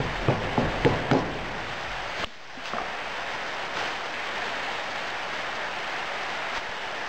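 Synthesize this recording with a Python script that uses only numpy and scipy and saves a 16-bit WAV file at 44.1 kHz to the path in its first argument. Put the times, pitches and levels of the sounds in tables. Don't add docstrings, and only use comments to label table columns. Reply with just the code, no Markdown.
import sys
import numpy as np
from scipy import signal
from scipy.fft import rfft, irfft, next_fast_len
from scipy.io import wavfile

SR = 44100
rng = np.random.default_rng(int(sys.argv[2]) if len(sys.argv) > 2 else 0)


def voltage_ratio(level):
    return 10 ** (np.asarray(level, float) / 20)


def waveform_to_disk(signal):
    frames = np.transpose(np.atleast_2d(signal))
    scaled = np.clip(frames, -1, 1) * 32767
    samples = np.round(scaled).astype(np.int16)
    wavfile.write(sys.argv[1], SR, samples)


N = 312228

# frequency in Hz, density in dB per Hz.
HISS_SPECTRUM = [(35, -17), (70, -17), (119, -13.5), (300, -10), (460, -6), (580, -2.5), (780, 0),
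                 (1160, -4.5), (1800, -2), (2400, -6.5), (3150, -7.5), (3700, -12.5), (4500, -14),
                 (5400, -13), (6300, -27)]
# time in seconds, level in dB, grit above 3 kHz relative to level in dB.
HISS_LEVEL = [(0, -35.5, -11.5), (.5, -36, -11), (.85, -35, -10.5), (1.1, -37, -12.5), (1.7, -37, -10),
              (2.15, -37.5, -9.5), (2.95, -37.5, -10.5), (3.3, -36.5, -9), (3.7, -36.5, -10.5),
              (4.15, -36.5, -9), (4.6, -35, -9.5), (5.1, -35.5, -9.5), (5.7, -36, -10), (6.0, -35.5, -10.5),
              (6.45, -35.5, -10), (7.08, -37, -9.5)]
# peak time in seconds, swell in seconds, fade in seconds,
# level rise in dB, grit rise in dB.
RUSTLES = [
    (0.441, 0.018, .05, 1.5, -2),
    (1.19, 0.079, 0.047, 0, 6.5),
    (2.201, 0.055, 0.25, 1.5, 6.5),
    (2.667, 0.031, 0.06, 0, 7.5),
    (3.35, .04, 0.044, 1, -0.5),
    (3.789, .06, 0.2, 2.5, 5),
    (4.449, 0.19, 0.12, 1.5, -0.5),
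    (6.577, .06, 0.025, 0.5, 7.5),
]
# start in seconds, depth in dB, drop, wait and climb in seconds.
DUCKS = [
    (0.302, 3, 0.064, 0.029, 0.043),
    (1.115, 2.5, 0.037, 0.074, 0.66),
    (2.2432, 16, 0.00041, 0.083, 0.41),
    (6.583, 3, 0.00098, 0.016, 0.32),
]
# start in seconds, boom in dB, rebound in dB.
BLOWS = [
    (-.01, -24.5, -6),
    (.282, -17.5, -16),
    (0.578, -22.5, -3.5),
    (0.848, -20, -7.5),
    (1.111, -18.5, -22),
]
# frequency in Hz, width in Hz, level in dB.
BOOM_MODES = [(99.8, 13, -3.5), (130.1, 8.7, -3), (158.4, 27, -2.5)]
# start in seconds, peak in dB, hollow pitch in Hz,
# hollow t60 in seconds.
SLAPS = [(.002, -19, 445, .03), (.028, -27.5, 418, 0.021), (0.284, -13, 418, 0.022),
         (0.292, -13.5, 321, 0.012), (0.3, -12.5, 567, 0.024), (0.328, -22, 246, 0.011),
         (0.5774, -9, 753, 0.0094), (0.581, -16.5, 242.5, 0.12), (.597, -17.5, 433, 0.016),
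         (.62, -25.5, 234, 0.035), (.635, -29.5, 269, 0.023), (0.849, -11, 339, 0.057),
         (0.856, -12, 360, 0.012), (0.8629, -7, 464, 0.041), (0.8711, -11.5, 450, 0.017),
         (0.883, -21, 350, 0.0099), (.909, -29.5, 358, 0.011), (1.113, -4.5, 790, 0.0099),
         (1.116, -11, 239, 0.05), (1.127, -11.5, 332, 0.012), (1.134, -7.5, 665, 0.0083),
         (1.151, -7, 500, 0.016), (1.167, -15.5, 398, .03)]
# frequency in Hz, level in dB, t60 in seconds.
TABLE_MODES = [(213.5, -11, 0.28), (271, 0, 0.14), (330.5, -7.5, 0.14), (398, -1.5, 0.087),
               (459, 1.5, 0.022), (590, -10, 0.085), (713, -9, 0.067), (831, 1.5, .06), (900, -8, 0.033)]
# start in seconds, peak in dB, t60 in seconds.
SHOVES = [(.01, -37.5, 1.1), (0.161, -38, 2), (0.318, -36, .4), (.615, -27, 0.37), (.73, -38, 1.5),
          (.87, -33.5, 0.44), (1.172, -42.5, 0.85), (1.29, -41, 1.5), (1.56, -52, 1.9), (1.87, -40, 0.43),
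          (2.0, -47, .6), (2.5, -61, 3.0), (2.68, -56, 0.37), (2.81, -46.5, 0.44), (3.001, -58, 3.0),
          (3.2, -53.5, .6), (3.37, -64.5, 2)]
# frequency in Hz, t60 in seconds.
ROOM_DECAY = [(150, .9), (400, .85), (800, .75), (1500, .3), (5000, .15)]
# frequency in Hz, level in dB.
ROOM_COLOUR = [(100, -26), (200, -2), (400, 0), (900, -5.5), (1500, -15), (5000, -19.5)]
# start in seconds, peak in dB, pitch in Hz, t60 in seconds,
# snap relative to peak in dB.
TICKS = [(0.285, -14, 1175, 0.013, -16), (0.2937, -27, 1230, 0.011, -11), (0.576, -27, 1224, 0.016, -11),
         (.43, -23.5, 1870, 0.017, 2.5), (0.8485, -10, 1745, 0.01, -1.5), (1.1132, -6, 1380, 0.0074, -9.5),
         (1.1128, -12, 2160, 0.01, -9.5), (1.133, -25, 4920, 0.016, -7), (1.189, -28.5, 5500, 0.027, -7),
         (2.19, -42.5, 2310, 0.0049, 5.5), (2.656, -24.5, 3020, .008, 6.5), (3.771, -24.5, 1810, .012, 5.5),
         (4.128, -31, 1620, 0.0063, -6.5), (6.099, -22.5, 1730, 0.0058, -10)]
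JOLT = (2.2444, -2.5, 2920, .003, -20)
# start in seconds, peak in dB, pitch in Hz, t60 in seconds, lower mode in dB.
KNOCKS = [(2.238, -18.5, 1182, 0.019, 2), (2.574, -35.5, 259, 0.074, -19), (2.7347, -13.5, 1130, 0.011, -1),
          (2.749, -30.5, 694, 0.064, -12), (2.739, -31, 235, 0.07, -7.5), (2.766, -24.5, 683, 0.046, -12.5),
          (2.783, -18, 1220, 0.021, -3), (2.801, -24, 784, 0.02, -8), (2.815, -21, 697, 0.024, -9.5),
          (3.35, -22, 898, 0.012, -17), (3.78, -40.5, 262.4, 0.14, -6.5), (4.46, -29, 916, .02, -18),
          (6.573, -24.5, 900, 0.033, -15), (2.199, -35.5, 198, 0.093, -1), (2.269, -43, 227, 0.093, -6),
          (3.344, -43.5, 151, 0.089, -12), (3.759, -38, 172, 0.073, -5)]
# start in seconds, height in full scale, settling in seconds.
OFFSET_JUMPS = [
    (2.2452, -.05, .004),
    (6.582, -.025, .006),
    (6.692, -.02, .005),
]
# lower edge in Hz, upper edge in Hz.
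SOUNDING_HZ = [(0, 9420), (13750, 15760)]
# lower edge in Hz, upper edge in Hz.
FRINGE_HZ = (13200, 13750)


def at_hz(points, hz):
    table_hz, values = np.transpose(points)
    return np.interp(np.log(hz), np.log(table_hz), values)


def in_time(rows):
    s, *columns = np.transpose(rows)
    return [np.interp(np.arange(N) / SR, s, column) for column in columns]


def rms_one(x):
    return x / np.sqrt(np.mean(x ** 2) + 1e-20)


def drift(rate_hz):
    r = np.exp(-80 * np.pi * rate_hz / SR)
    white = rng.standard_normal(N // 40 + 2002)
    slow = signal.lfilter([1], [1, -2 * r, r * r], white)[2000:]
    return np.interp(np.arange(N) / 40, np.arange(len(slow)), rms_one(slow))


def band_pass(low_hz, high_hz, x):
    sos = signal.butter(2, [low_hz, high_hz], "band", fs=SR, output="sos")
    return signal.sosfilt(sos, x)


def bands(white):
    edges_hz = 35 * 2 ** np.arange(0, 7.6, 1 / 4)
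    for k, (low, high) in enumerate(zip(edges_hz, edges_hz[1:])):
        yield np.sqrt(low * high), band_pass(low, high, white[k % 2])


def add(out, s, sound):
    at = max(round(s * SR), 0)
    out[at:at + len(sound)] += sound[:N - at]


def ring(hz, t60_s, rise_s, bend=1):
    t = np.arange(round(t60_s * SR) + 1) / SR
    decay = voltage_ratio(-60 * (t / t60_s) ** bend)
    return np.sin(2 * np.pi * hz * t) * decay * -np.expm1(-t / rise_s)


def bump(s, rise_s, hold_s, fall_s):
    corners_s = s + np.cumsum([0, abs(rise_s), abs(hold_s), abs(fall_s)])
    return np.interp(np.arange(N) / SR, corners_s, [0, 1, 1, 0])


def dying(s, rise_s, t60_s):
    t = np.maximum(np.arange(N) / SR - s, 0)
    return -np.expm1(-t / rise_s) * voltage_ratio(-60 * t / t60_s)


def duck_db():
    return -sum(depth_db * bump(s, drop, wait, climb) for s, depth_db, drop, wait, climb in DUCKS)


def resonant_noise(hz, width_hz):
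    white = rng.standard_normal(N + SR)
    return rms_one(band_pass(hz - width_hz / 2, hz + width_hz / 2, white)[SR:])


def evened(noise, slack):
    swing = np.abs(signal.hilbert(noise, next_fast_len(N))[:N])
    return rms_one(noise / (swing + slack * swing.mean()))


def hiss(patchy_db, gust_db, grain_db):
    grit_at_rest_db, over_band_db = -8.5, 5
    duck_brightens = 0.3
    rustle_rumbles = 1.6
    level_db, grit_db = in_time(HISS_LEVEL)
    shapes = np.array([bump(s - swell, swell, 0, fade) for s, swell, fade, *_ in RUSTLES])
    rustle_db, rustle_grit_db = np.array(RUSTLES)[:, 3:5].T @ shapes
    level_db = level_db + rustle_db + duck_db()
    grit_db = grit_db + rustle_grit_db - duck_brightens * duck_db()
    after_blows = np.max([bump(s, 0.24, 0.17, 0.35) for s, *_ in BLOWS], axis=0)
    rumble_db = 11 * after_blows + rustle_rumbles * rustle_db
    gusts_db = gust_db * drift(18.0)
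    flicker_db = grain_db * drift(110.0)
    out, power = 0, 0
    for hz, noise in bands(rng.standard_normal((2, N))):
        top = 1 / (1 + (2800 / hz) ** 4)
        low = 1 / (1 + (hz / 450) ** 4)
        band_db = at_hz(HISS_SPECTRUM, hz)
        power += np.mean(noise ** 2) * voltage_ratio(2 * band_db)
        moving_db = top * (grit_db - grit_at_rest_db + flicker_db) + low * rumble_db
        out = out + noise * voltage_ratio(band_db + moving_db + gusts_db + patchy_db * drift(7.1))
    return out * voltage_ratio(level_db + over_band_db) / np.sqrt(power)


def boom():
    stages = [(-15.5, 1.3), (-23, 4.3)]
    rise_s, rebound_s = 0.012, 0.05
    power = 0
    for s, db, _ in BLOWS:
        for stage_db, t60_s in stages:
            power = power + (voltage_ratio(db + stage_db) * dying(s, rise_s, t60_s)) ** 2
    level = np.sqrt(power)
    for s, db, rebound_db in BLOWS:
        level += voltage_ratio(db + rebound_db) * dying(s + rebound_s, 0.013, 0.27)
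    modes = sum(voltage_ratio(db) * resonant_noise(hz, width_hz) for hz, width_hz, db in BOOM_MODES)
    out = level * evened(modes, 0.88)
    for s, db, _ in BLOWS:
        add(out, s, voltage_ratio(db + 6.5) * ring(133, 0.064, 0.004, bend=1.37))
    return out


def slaps():
    table_follows, table_share_db = 0.7, -17.5
    room_follows, room_share_db = 0.37, -13.5
    near, sent = np.zeros((2, N))
    chance = rng.standard_normal((len(SLAPS), len(TABLE_MODES)))
    for (s, peak_db, hollow_hz, hollow_s), spread in zip(SLAPS, chance):
        add(near, s, voltage_ratio(peak_db - 0.5) * ring(hollow_hz, hollow_s, 0.00027, bend=1.18))
        table_db = table_follows * peak_db + table_share_db
        for (hz, mode_db, t60_s), luck in zip(TABLE_MODES, spread):
            strike = np.sign(luck) * voltage_ratio(table_db + mode_db + 3.1 * luck)
            add(near, s, strike * ring(hz, t60_s, 0.0011))
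        add(sent, s, voltage_ratio(room_follows * peak_db + room_share_db) * np.ones(1))
    return near, sent


def sway():
    level = np.max([voltage_ratio(db) * dying(s, 0.015, t60_s) for s, db, t60_s in SHOVES], axis=0)
    return voltage_ratio(4.5) * level * evened(resonant_noise(37.6, 14), 0.65)


def room(sent):
    t = np.arange(SR) / SR
    tail = 0
    for hz, noise in bands(rng.standard_normal((2, SR))):
        tail = tail + noise * voltage_ratio(at_hz(ROOM_COLOUR, hz) - 60 * t / at_hz(ROOM_DECAY, hz))
    return voltage_ratio(4) * signal.fftconvolve(sent, tail * -np.expm1(-t / 0.011))[:N]


def ticks():
    out, t = np.zeros(N), np.arange(400) / SR
    events = [*TICKS, JOLT]
    snaps = band_pass(900, 3200, rng.standard_normal((len(events), 400)))
    for (s, peak_db, hz, t60_s, snap_db), snap in zip(events, snaps):
        add(out, s, voltage_ratio(peak_db) * ring(hz, t60_s, 0.0003))
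        add(out, s, voltage_ratio(peak_db + snap_db + 6) * snap * np.exp(-t / 0.002))
    return out


def knocks():
    near, sent = np.zeros((2, N))
    for s, peak_db, hz, t60_s, lower_db in KNOCKS:
        add(near, s, voltage_ratio(peak_db + 3.5) * ring(hz, t60_s, 0.00072))
        add(near, s, voltage_ratio(peak_db + lower_db) * ring(0.51 * hz, 0.84 * t60_s, 0.00036))
        add(sent, s, voltage_ratio(peak_db - 24) * ring(hz, 0.0023, 0.00025))
    return near, sent


def scene():
    air = hiss(patchy_db=0.7, gust_db=0.2, grain_db=0.74)
    slap, slap_sent = slaps()
    knock, knock_sent = knocks()
    table = voltage_ratio(0.7 * duck_db()) * (boom() + sway())
    echoes = voltage_ratio(0.5 * duck_db()) * room(slap_sent + knock_sent)
    return (air + table + slap + echoes + ticks() + knock)[None]


def low_pass(x):
    return signal.sosfilt(signal.butter(12, 16390, fs=SR, output="sos"), x)


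def record(dry):
    slower, step, offset = 4, 1 / 128, -0.0033
    sharpen, overload = 0.15, 0.5
    x = dry[0].copy()
    for s, height, settle_s in OFFSET_JUMPS:
        add(x, s, height * np.exp(-np.arange(SR // 10) / SR / settle_s))
    x = overload * np.tanh(x / overload)
    stored = step * np.floor((x[::slower] + offset) / step)
    sharpened = np.convolve(stored, [-sharpen, 1 + 2 * sharpen, -sharpen], "same")
    held = np.repeat(sharpened, slower)
    box = np.ones(slower) / slower
    joined = np.convolve(held, np.convolve(box, box))[slower:slower + N]
    size = next_fast_len(N)
    hz = np.arange(size // 2 + 1) * SR / size
    spectrum = rfft(joined, size)
    in_fringe = (FRINGE_HZ[0] <= hz) & (hz < FRINGE_HZ[1])
    fringe = irfft(spectrum * in_fringe, size)[:N] * np.clip(2 * drift(11.0) + 0.2, 0, 1)
    passed = sum((low <= hz) & (hz < high) for low, high in SOUNDING_HZ)
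    mix = irfft(spectrum * passed, size)[:N] + fringe
    return low_pass(mix[None])


dry = scene()
out = record(dry)
waveform_to_disk(out)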